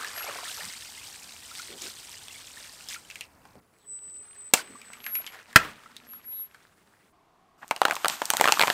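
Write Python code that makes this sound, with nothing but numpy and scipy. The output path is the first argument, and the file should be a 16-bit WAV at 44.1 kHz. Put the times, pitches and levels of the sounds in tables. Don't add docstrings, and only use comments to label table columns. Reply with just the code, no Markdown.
import sys
import numpy as np
from scipy import signal
from scipy.fft import rfft, irfft, next_fast_len
from scipy.io import wavfile
from scipy.ndimage import uniform_filter1d, map_coordinates

SR = 44100
rng = np.random.default_rng(int(sys.argv[2]) if len(sys.argv) > 2 else 0)


def output_pcm(signal):
    pcm = np.clip(np.atleast_2d(signal).T, -1, 1) * 32767
    wavfile.write(sys.argv[1], SR, np.round(pcm).astype(np.int16))


N = 384993

# time_s, flow_db (relative)
SPILL_FLOW = [(3.62, -79.5), (4.5, -65.5), (5.15, -54.5), (5.48, -63), (5.7, -59.5), (6, -64.5), (7.1, -73)]
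# (per Hz, relative)
SPLASH_SPECTRUM = [(60, -44.5), (250, -21.5), (450, -9.5), (700, -11.5), (1400, -7.5), (2200, -8),
                   (3500, -14.5), (8000, -29.5)]
# time_s, level_db
BOTTLE_PRESSURE = [(7.58, -68), (7.78, -54.5), (7.93, -46.5), (8.27, -44), (8.44, -35.5), (8.73, -36)]
# start_s, panel_hz, panel_db, crack_db (relative)
WALL_SNAPS = [(7.71, 2130, -17.5, -31.5), (7.7115, 920, -14.5, -48), (7.763, 2850, -29.5, -48),
              (7.817, 830, -9, -38), (7.8517, 2210, -19.5, -47), (7.8532, 1430, -10.5, -51),
              (7.883, 920, -20, -45), (7.898, 730, -23.5, -38), (7.9099, 1550, -15.5, -48),
              (7.922, 1320, -25, -41), (7.9544, 2320, -43, -30.5), (7.9654, 1060, -24.5, -45),
              (8.0463, 1260, -14, -56), (8.0574, 1340, -16, -38), (8.0827, 1930, -25.5, -17.5),
              (8.0985, 2930, -22.5, -51), (8.2182, 940, -17.5, -53), (8.2553, 1960, -58, -24),
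              (8.303, 1500, -18.5, -11.5), (8.3364, 850, -18, -24), (8.369, 1850, -28, -19),
              (8.3985, 2000, -23, -36), (8.4111, 890, -7.5, -15.5), (8.4418, 1740, -11.5, -35),
              (8.4556, 1140, -13, -44), (8.4761, 1350, -12, -45), (8.4846, 1380, -12.5, -48),
              (8.4911, 1240, -13, -48), (8.5222, 2720, -9, -15), (8.5953, 1600, -10.5, -34),
              (8.608, 2430, -16, -35), (8.6136, 2430, -10.5, -33), (8.624, 2140, -13, -44),
              (8.6352, 1000, -11.5, -36), (8.673, 2320, -19, -49), (8.68, 1030, -14.5, -47),
              (8.701, 1750, -12, -45)]
ROLLING_START_S, ROLLING_END_S = 3.75, 6.7


def amp(db):
    return 10 ** (np.asarray(db) / 20)


def unit(x):
    return x / np.sqrt(np.mean(x ** 2) + 1e-20)


def puff(x):
    return x / np.sqrt(np.sum(x ** 2) / (.002 * SR))


def along(points, hz):
    f, v = np.transpose(points)
    return np.interp(np.log(hz + 1), np.log(f + 1), v)


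def curves(rows):
    s, *cols = np.transpose(rows)
    return [np.interp(np.arange(N) / SR, s, c) for c in cols]


def during(start_s, end_s):
    t = np.arange(N) / SR
    return uniform_filter1d(((t >= start_s) & (t < end_s)) * 1., size=256)


def swell(s, length_s, edge_s):
    edge_s = min(edge_s, length_s / 2)
    t = np.arange(int(length_s * SR)) / SR
    to_nearest_end_s = np.minimum(t, length_s - t)
    arch = np.sin(np.pi / 2 * np.minimum(to_nearest_end_s / edge_s, 1)) ** 2
    out = np.zeros(N)
    add(out, s, arch[max(-round(s * SR), 0):])
    return out


def surges(rows):
    return sum(amp([[dull_db], [bright_db]]) * swell(s, length_s, length_s)
               for s, length_s, dull_db, bright_db in rows)


def wobble(rate_hz):
    steps = np.arange(0, N + 32, 32)
    knots = rng.standard_normal(int(N * rate_hz / SR) + 4)
    slow = map_coordinates(knots, [steps * rate_hz / SR])
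    return np.interp(np.arange(N), steps, slow)


def filtered(x, response):
    m = next_fast_len(len(x) + 8192)
    return irfft(rfft(x, m) * response(np.fft.rfftfreq(m, 1 / SR)), m)[:len(x)]


def highpass(x, corner_hz):
    return signal.sosfilt(signal.butter(2, corner_hz, "high", fs=SR, output="sos"), x)


def coloured(x, spectrum):
    return unit(filtered(x, lambda hz: amp(along(spectrum, hz))))


def noise(spectrum, size=N):
    return coloured(rng.standard_normal(size), spectrum)


def band(centre_hz, q, size):
    def resonance(f):
        damping = 1j * f * centre_hz / q
        return 1j * f / (centre_hz ** 2 - f * f + damping)
    return unit(filtered(rng.standard_normal(size), resonance))


def fade(t, t60_s):
    return amp(-60 * t / t60_s)


def add(track, s, sound):
    i = max(round(s * SR), 0)
    track[i:i + len(sound)] += sound[:max(N - i, 0)]


def drops(rows, rate_hz, centre_hz, cycles, spread_db, rise, size):
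    first_s, last_s = rows[0][0], rows[-1][0]
    chance = rng.random((int(rate_hz * (last_s - first_s)), 4))
    start = (SR * np.maximum(first_s + (last_s - first_s) * chance[:, :1], 0)).astype(int)
    hz = centre_hz * 3 ** (chance[:, 1:2] - chance[:, 2:3])
    strength = amp(-spread_db * np.log(chance[:, 3:] + .02))
    k = np.arange(size)
    turns = hz * k / SR
    life = np.exp(-turns / cycles)
    rings = strength * life * np.sin(2 * np.pi * turns * (1 + rise * (1 - life)))
    return np.bincount((start + k).ravel(), rings.ravel(), minlength=N)[:N]


def shower(rows, grains, share, spectrum):
    gate = during(rows[0][0], rows[-1][0])
    mix = share * unit(grains) + unit(gate * rng.standard_normal(N))
    return coloured(mix, spectrum) * np.sqrt(gate.mean())


def air():
    # first_s, second_s
    first_s, second_s = (3.605, 7.125)
    # (per Hz, relative)
    puddle_spectrum = [(15, -41), (25, -11), (64, 0), (140, -9.5), (253, -2.5), (359, -8), (919, -5),
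                       (2700, -16.5), (3440, -55), (8580, -26), (15500, -25)]
    balloon_spectrum = [(15, -44), (25, -10), (96, 4.5), (160, 1.5), (204, 2), (469, -1), (552, -3.5),
                        (1110, -5.5), (1240, -5.5), (3170, -22), (9810, -18.5), (10600, -24.5),
                        (15500, -18.5)]
    bottle_spectrum = [(15, -26), (25, -11), (79, -14.5), (183, -10.5), (209, -15), (359, -9), (399, -12),
                       (582, -18.5), (703, -5.5), (919, -13), (1080, -6.5), (1380, -19), (15500, -41)]
    puddle_bass = noise([(25, -30), (85, -1.5), (160, -6.5), (500, -15), (2000, -62)])
    puddle = amp(-60.5) * noise(puddle_spectrum) + amp(-66.5) * puddle_bass
    whine = band(10000, q=300, size=N)
    balloons = amp(-66) * noise(balloon_spectrum) + amp(-82.5) * whine
    bottles = amp(-64) * noise(bottle_spectrum)
    return puddle * during(0, first_s) + balloons * during(first_s, second_s) + bottles * during(second_s, N / SR)


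def water(rows, splash_db, bubble_share, drop_share, chirp_db, flutter_db):
    # start_s, length_s, splash_db, patter_db (relative)
    gushes = [(-.1, 0.24, -37, -51), (.05, 0.48, -38, -66), (.55, 0.12, -46, -77), (1.49, .15, -69, -58),
              (1.76, .19, -58, -47), (2.53, 0.14, -59, -55), (2.86, .13, -75, -43), (4.53, 0.11, -43, -36),
              (5.31, 0.13, -47.5, -90), (5.54, 0.23, -41.5, -55)]
    # (per Hz, relative)
    patter_spectrum = [(500, -30.5), (1500, -10.5), (2600, -7), (4800, -2.5), (6700, -3), (8500, 1.5),
                       (10500, -7.5), (13500, -7.5), (16000, -16.5)]
    flow_db, = curves(rows)
    gush_splash, gush_patter = surges(gushes)
    bubbles = drops(rows, rate_hz=450, centre_hz=1600, cycles=4, spread_db=3.6, rise=.06, size=640)
    ticks = drops(rows, rate_hz=1000, centre_hz=4500, cycles=3, spread_db=4, rise=.05, size=128)
    drips = drops(rows, rate_hz=55, centre_hz=3400, cycles=17, spread_db=3.8, rise=.08, size=1500)
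    splash_gain = amp(flow_db + splash_db) + gush_splash
    splash = splash_gain * shower(rows, bubbles, bubble_share, SPLASH_SPECTRUM)
    fine = shower(rows, ticks, drop_share, patter_spectrum) + amp(chirp_db) * drips
    patter = (amp(flow_db) + gush_patter) * fine
    return (splash + patter) * amp(flutter_db * wobble(45) + .7 * wobble(12))


def spray():
    # time_s, flow_db (relative)
    jet_flow = [(0, -44.5), (.5, -38.5), (1.35, -46.5), (1.6, -42.5), (2.3, -47.5), (2.95, -47),
                (3.02, -53.5), (3.2, -50.5), (3.29, -66), (3.6, -68)]
    return amp(-1.8) * water(jet_flow, splash_db=-12, bubble_share=.7, drop_share=1.1,
                             chirp_db=-4.5, flutter_db=1.1)


def catch(s, length_s):
    edge_s, halo_s, halo_db = 0.069, 0.16, -24.5
    halo_length_s = length_s + 2 * halo_s
    return swell(s, length_s, edge_s) + amp(halo_db) * swell(s - halo_s, halo_length_s, halo_length_s)


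def brakes():
    # start_s, length_s, pitch_hz, level_db
    squeals = [(0.126, 0.16, 11590, -41.5), (.49, .15, 11640, -51), (3.851, 0.17, 7990, -39.5),
               (3.978, 0.3, 8005, -45), (4.23, 0.14, 8130, -51.5), (4.331, 0.2, 8060, -45.5),
               (4.594, .25, 8075, -54), (4.816, 0.18, 8015, -52), (5.026, 0.1, 11620, -39),
               (5.092, 0.14, 11590, -28.5), (5.224, 0.16, 11590, -62), (6.056, 0.16, 11600, -46),
               (6.233, 0.25, 11580, -38)]
    mode_split_hz = 10000
    out = np.zeros(N)
    for upper in (False, True):
        rows = [row for row in squeals if (row[2] > mode_split_hz) == upper]
        grip = sum(amp(db) * catch(s, length_s) for s, length_s, hz, db in rows)
        glide_hz, = curves([(s + length_s / 2, hz) for s, length_s, hz, db in rows])
        pitch_hz = glide_hz + 7 * wobble(6.4) + 5 * wobble(70)
        out += grip * np.sqrt(2) * np.sin(2 * np.pi * np.cumsum(pitch_hz) / SR)
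    return out * amp(1.0 * wobble(32))


def stray_ticks(rows, count):
    over_flow_db, scatter_db, typical_hz = 13, 2.5, 2295
    s, flow_db = np.transpose(rows)
    times_s = rng.uniform(s[0], s[-1], count)
    chance = rng.standard_normal((count, 2))
    levels_db = np.interp(times_s, s, flow_db) + over_flow_db + scatter_db * chance[:, 0]
    return list(zip(times_s, levels_db, typical_hz * 2 ** (.5 * chance[:, 1])))


def wet_ticks():
    # start_s, level_db (relative), centre_hz
    ticks = [(.046, -19, 1670), (.178, -22, 1670), (0.327, -32, 1070), (.454, -25, 1800),
             (1.552, -28.5, 3500), (1.82, -24, 6900), (2.283, -28.5, 3360), (2.887, -22.5, 5260),
             (2.909, -26.5, 2000), (2.944, -24.5, 2340), (3.101, -27.5, 2550), (3.111, -29.5, 2590),
             (3.157, -26, 2200), (3.209, -20.5, 2540), (3.453, -35.5, 930), (3.93, -59, 7000),
             (4.572, -20, 2020), (4.816, -32, 2350), (4.933, -28, 2270), (5.042, -30, 2540),
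             (5.0648, -18.5, 1750), (5.154, -20, 2390), (5.265, -23, 3040), (5.275, -28, 2240),
             (5.322, -39, 2250), (5.529, -31.5, 1770), (5.966, -28.5, 3840), (6.135, -34.5, 1268),
             (6.546, -34, 1460)]
    # (per Hz, relative)
    slap_spectrum = [(300, -29.5), (1500, -6.5), (3500, -3.5), (6000, -2.5), (9000, -3), (11000, -11),
                     (16000, -15)]
    out, t = np.zeros(N), np.arange(SR // 16) / SR
    for s, db, hz in ticks + stray_ticks(SPILL_FLOW, count=20):
        decay = fade(t, 0.014) + amp(-9.5) * fade(t, 0.12)
        slap = puff(band(hz, q=7.3, size=len(t)) * decay)
        crack_gain = amp(-5) * min(hz / 2800, 1)
        crack = crack_gain * puff(noise(slap_spectrum, size=len(t)) * fade(t, .007))
        add(out, s, amp(db - 8) * (slap + crack))
    return out


def underbody(x):
    # freq_hz, level_db (relative)
    tail_spectrum = [(60, -16.5), (250, -1), (450, -3.5), (800, -4.5), (1500, -3), (3000, -3.5), (8000, 1),
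                     (16000, -14)]
    # freq_hz, t60_s
    tail_decay = [(200, 0.46), (1500, 0.2), (10000, 0.088)]
    hz, t, z = signal.stft(rng.standard_normal(SR // 3), SR, nperseg=256)
    colour = amp(along(tail_spectrum, hz))[:, None]
    decay = fade(t, along(tail_decay, hz)[:, None])
    tail = signal.istft(z * colour * decay, SR, nperseg=256)[1]
    delayed = np.pad(tail / np.linalg.norm(tail), (128, 0))
    return signal.fftconvolve(x, delayed)[:N]


def gurgle():
    # start_s, length_s, flutter_hz, level_db
    blurts = [(0.265, 0.15, 450, -53), (0.602, 0.1, 175, -56.5), (1.677, 0.12, 385, -51),
              (1.802, 0.1, 348, -51.5), (4.685, 0.092, 256, -53)]
    out = np.zeros(N)
    for s, length_s, hz, db in blurts:
        size = int(length_s * SR)
        buzz = band(hz, q=2.6, size=size)
        flutter = unit(filtered(buzz, lambda f: 1 / (1 + (f / (2.9 * hz)) ** 4)))
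        add(out, s, amp(db) * flutter * signal.windows.tukey(size, .5))
    return out


def plops():
    # start_s, level_db (relative), start_hz
    bubbles = [(.275, -22, 2270), (.429, -26.5, 680), (.607, -23.5, 1770), (1.513, -27, 1320),
               (1.596, -21.5, 1365), (2.307, -28, 2650), (2.571, -26, 1770), (2.961, -24, 1330),
               (4.591, -19, 1460), (4.754, -28, 1110), (5.61, -15, 1310), (5.686, -30, 1140),
               (5.859, -28.5, 1274)]
    out, t = np.zeros(N), np.arange(SR // 16) / SR
    envelope = fade(t, 0.045) * (1 - np.exp(-t / 0.00093))
    for s, db, hz in bubbles:
        add(out, s, amp(db - 9) * np.sin(2 * np.pi * hz * t * (1 + 3.2 * t)) * envelope)
    return out


def bump():
    # start_s, level_db
    knocks = [(3.555, -47.5), (4.07, -61), (4.19, -61)]
    spectrum = [(40, -21), (120, 5), (650, -4), (1800, -29), (5000, -48)]
    out, t = np.zeros(N), np.arange(SR // 16) / SR
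    for s, db in knocks:
        add(out, s, amp(db) * noise(spectrum, size=len(t)) * fade(t, 0.17))
    return out


def spill():
    return amp(-2) * water(SPILL_FLOW, splash_db=5.5, bubble_share=0.4, drop_share=0.87,
                           chirp_db=-7.5, flutter_db=1.9)


def drone():
    # start_s, length_s, centre_hz, q, level_db
    rows = [(3.7, 1.5, 408, 20, -72.5), (4.455, 0.86, 235, 12, -66), (5.401, .95, 234, 16, -65)]
    return sum(amp(db) * swell(s, length_s, edge_s=0.15) * band(hz, q=q, size=N)
               for s, length_s, hz, q, db in rows)


def spitting():
    flow_db, = curves(SPILL_FLOW)
    clicks = drops(SPILL_FLOW, rate_hz=70, centre_hz=3200, cycles=1.2, spread_db=4.5, rise=0, size=128)
    return amp(flow_db - 5.5) * unit(clicks) * during(ROLLING_START_S, ROLLING_END_S)


def grit():
    buckling_start_s, buckling_end_s = 7.65, 8.73
    sand = drops(SPILL_FLOW, rate_hz=20, centre_hz=6500, cycles=.7, spread_db=4, rise=0, size=48)
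    hairlines = drops(BOTTLE_PRESSURE, rate_hz=45, centre_hz=7000, cycles=1, spread_db=4, rise=0, size=48)
    rolling = amp(-50.5) * sand * during(ROLLING_START_S, ROLLING_END_S)
    return rolling + amp(-32) * hairlines * during(buckling_start_s, buckling_end_s)


def squeaks():
    # start_s, length_s, start_hz, end_hz, level_db (relative)
    slips = [(3.758, .13, 4550, 2910, -68), (6.27, 0.2, 4100, 3490, -58)]
    out = np.zeros(N)
    for s, length_s, start_hz, end_hz, db in slips:
        size = int(length_s * SR)
        jitter_hz = 260 * noise([(200, 0), (900, -50)], size=size)
        pitch_hz = np.linspace(start_hz, end_hz, size) + jitter_hz
        add(out, s, amp(db - 1) * np.hanning(size) * np.sin(2 * np.pi * np.cumsum(pitch_hz) / SR))
    return out


def bursts():
    # start_s, tear_db, cavity_db, cavity_hz, cavity_t60_s, pocket_db, thud_db, splash_db (relative)
    balloon_bursts = [(4.5363, -10, -16.5, 820, 0.056, -32, -30, -45),
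                      (4.537, -3, -12.5, 2600, 0.038, -36.5, -40, -41.5),
                      (5.559, -6.5, 4.5, 1590, 0.035, -11.5, -4, -32.5)]
    # (per Hz, relative)
    tear_spectrum = [(50, -27), (250, -6), (600, -6.5), (1500, -7), (4000, -7), (8000, 0), (10300, -11),
                     (13000, -5.5), (16000, -10.5)]
    # mode_hz, level_db (relative), t60_s
    pocket_modes = [(240, -19.5, 0.11), (643, -6.5, .07), (824, -15, .06), (1380, 1.5, 0.043),
                    (1718, -4, .055), (2455, -1, 0.045)]
    thud_spectrum = [(25, 1), (70, 3.5), (250, 2.0), (700, -13), (1500, -31.5), (6000, -57)]
    lump_spectrum = [(80, -2.5), (400, -54), (2000, -89.5)]
    out, t = np.zeros(N), np.arange(SR // 2) / SR
    onset = 1 - np.exp(-t / 0.00036)
    for s, tear_db, cavity_db, hz, t60_s, pocket_db, thud_db, splash_db in balloon_bursts:
        tear_decay = fade(t, 0.015) + amp(-19.5) * fade(t, 0.098)
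        tear = amp(tear_db) * noise(tear_spectrum, size=len(t)) * tear_decay
        cavity = amp(cavity_db) * band(hz, q=2.6, size=len(t)) * fade(t, t60_s)
        modes = sum(amp(db) * np.sin(2 * np.pi * f * t) * fade(t, life_s) for f, db, life_s in pocket_modes)
        pocket = amp(pocket_db) * modes
        thud = amp(thud_db) * noise(thud_spectrum, size=len(t)) * fade(t, 0.026)
        lumps = amp(1.5 * noise(lump_spectrum, size=len(t)))
        splash = amp(splash_db) * noise(SPLASH_SPECTRUM, size=len(t)) * lumps * fade(t, 0.47)
        add(out, s, (tear + cavity + pocket + thud + splash) * onset)
    return out


def crushing():
    # start_s, length_s, crumple_db, squirt_db (relative)
    collapses = [(7.61, 0.042, -42, -82), (8.07, .11, -43, -41), (8.59, .09, -49, -46)]
    # (per Hz, relative)
    crumple_spectrum = [(30, -26), (250, -2.5), (450, -14), (750, -0.5), (1400, 3.5), (2600, -5.5),
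                        (5000, -23), (12000, -45)]
    squirt_spectrum = [(200, -53.5), (800, -24), (2600, 2.5), (5000, -1), (8500, 0.5), (10300, -10),
                       (13500, 0), (16000, -26.5)]
    crease_db, crease_t60_s = -15, 0.04
    press_db, = curves(BOTTLE_PRESSURE)
    cave_in, spurt = surges(collapses)
    shed, t = np.zeros(N), np.arange(SR // 4) / SR
    for s, hz, panel_db, crack_db in WALL_SNAPS:
        add(shed, s, amp(panel_db + crease_db) * fade(t, crease_t60_s))
    creases = drops(BOTTLE_PRESSURE, rate_hz=250, centre_hz=1210, cycles=1.7, spread_db=6, rise=0, size=300)
    spits = drops(BOTTLE_PRESSURE, rate_hz=160, centre_hz=5700, cycles=1.1, spread_db=4, rise=0, size=64)
    crumple_gain = amp(press_db - 0.5) + cave_in + shed
    crumple = crumple_gain * shower(BOTTLE_PRESSURE, creases, 0.48, crumple_spectrum)
    squirt_gain = amp(press_db - 1.5) + spurt
    squirt = squirt_gain * shower(BOTTLE_PRESSURE, spits, 0.24, squirt_spectrum)
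    return crumple + squirt


def settling():
    delay_s, relative_db = 0.011, -17.5
    chance = rng.standard_normal((len(WALL_SNAPS), 2))
    return [(s + delay_s * 2 ** (.5 * late), hz * 2 ** (.5 * shift), panel_db + relative_db, crack_db + relative_db)
            for (s, hz, panel_db, crack_db), (late, shift) in zip(WALL_SNAPS, chance)]


def snaps():
    # (per Hz, relative)
    crack_spectrum = [(150, -44), (600, -59), (2800, 0.5), (5000, -2), (8300, 4.5), (10300, -5.5),
                      (13500, -8), (16000, -2.5)]
    fold_spectrum = [(600, -17), (1800, 3.5), (3200, 2), (4200, -8), (6000, -29), (14000, -54)]
    fold_db, fold_t60_s = -8.5, 0.013
    out, t = np.zeros(N), np.arange(SR // 16) / SR
    for s, hz, panel_db, crack_db in WALL_SNAPS + settling():
        swing = np.sin(2 * np.pi * hz * t) * fade(t, 12 / hz)
        flex = .55 * band(1.6 * hz, q=2.5, size=len(t)) * fade(t, .006)
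        push = 0.15 * np.sin(2 * np.pi * 660 * t) * fade(t, 0.017)
        hollow = amp(-18) * band(830, q=7, size=len(t)) * fade(t, .055)
        panel = puff((swing + flex + push + hollow) * (1 - np.exp(-t / 0.00011)))
        crack_envelope = (fade(t, .004) + amp(-36) * fade(t, .04)) * (1 - np.exp(-t / .0003))
        crack = puff(noise(crack_spectrum, size=len(t)) * crack_envelope)
        fold = amp(fold_db) * puff(noise(fold_spectrum, size=len(t)) * fade(t, fold_t60_s))
        add(out, s, amp(panel_db) * (panel + fold) + amp(crack_db + 2) * crack)
    return highpass(out, corner_hz=290)


def scene():
    blows = wet_ticks() + plops() + spitting() + grit() + squeaks() + bursts() + snaps()
    echo = amp(-20) * underbody(blows)
    wet = spray() + gurgle() + spill()
    car = air() + brakes() + bump() + drone()
    return (blows + echo + wet + car + crushing())[None]


def record(dry):
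    ceiling, top_hz = .92, 15700
    clipped = dry[0] / (1 + np.abs(dry[0] / ceiling) ** 6) ** (1 / 6)
    return filtered(clipped, lambda hz: 1 / (1 + (hz / top_hz) ** 120))[None]


dry = scene()
out = record(dry)
output_pcm(out)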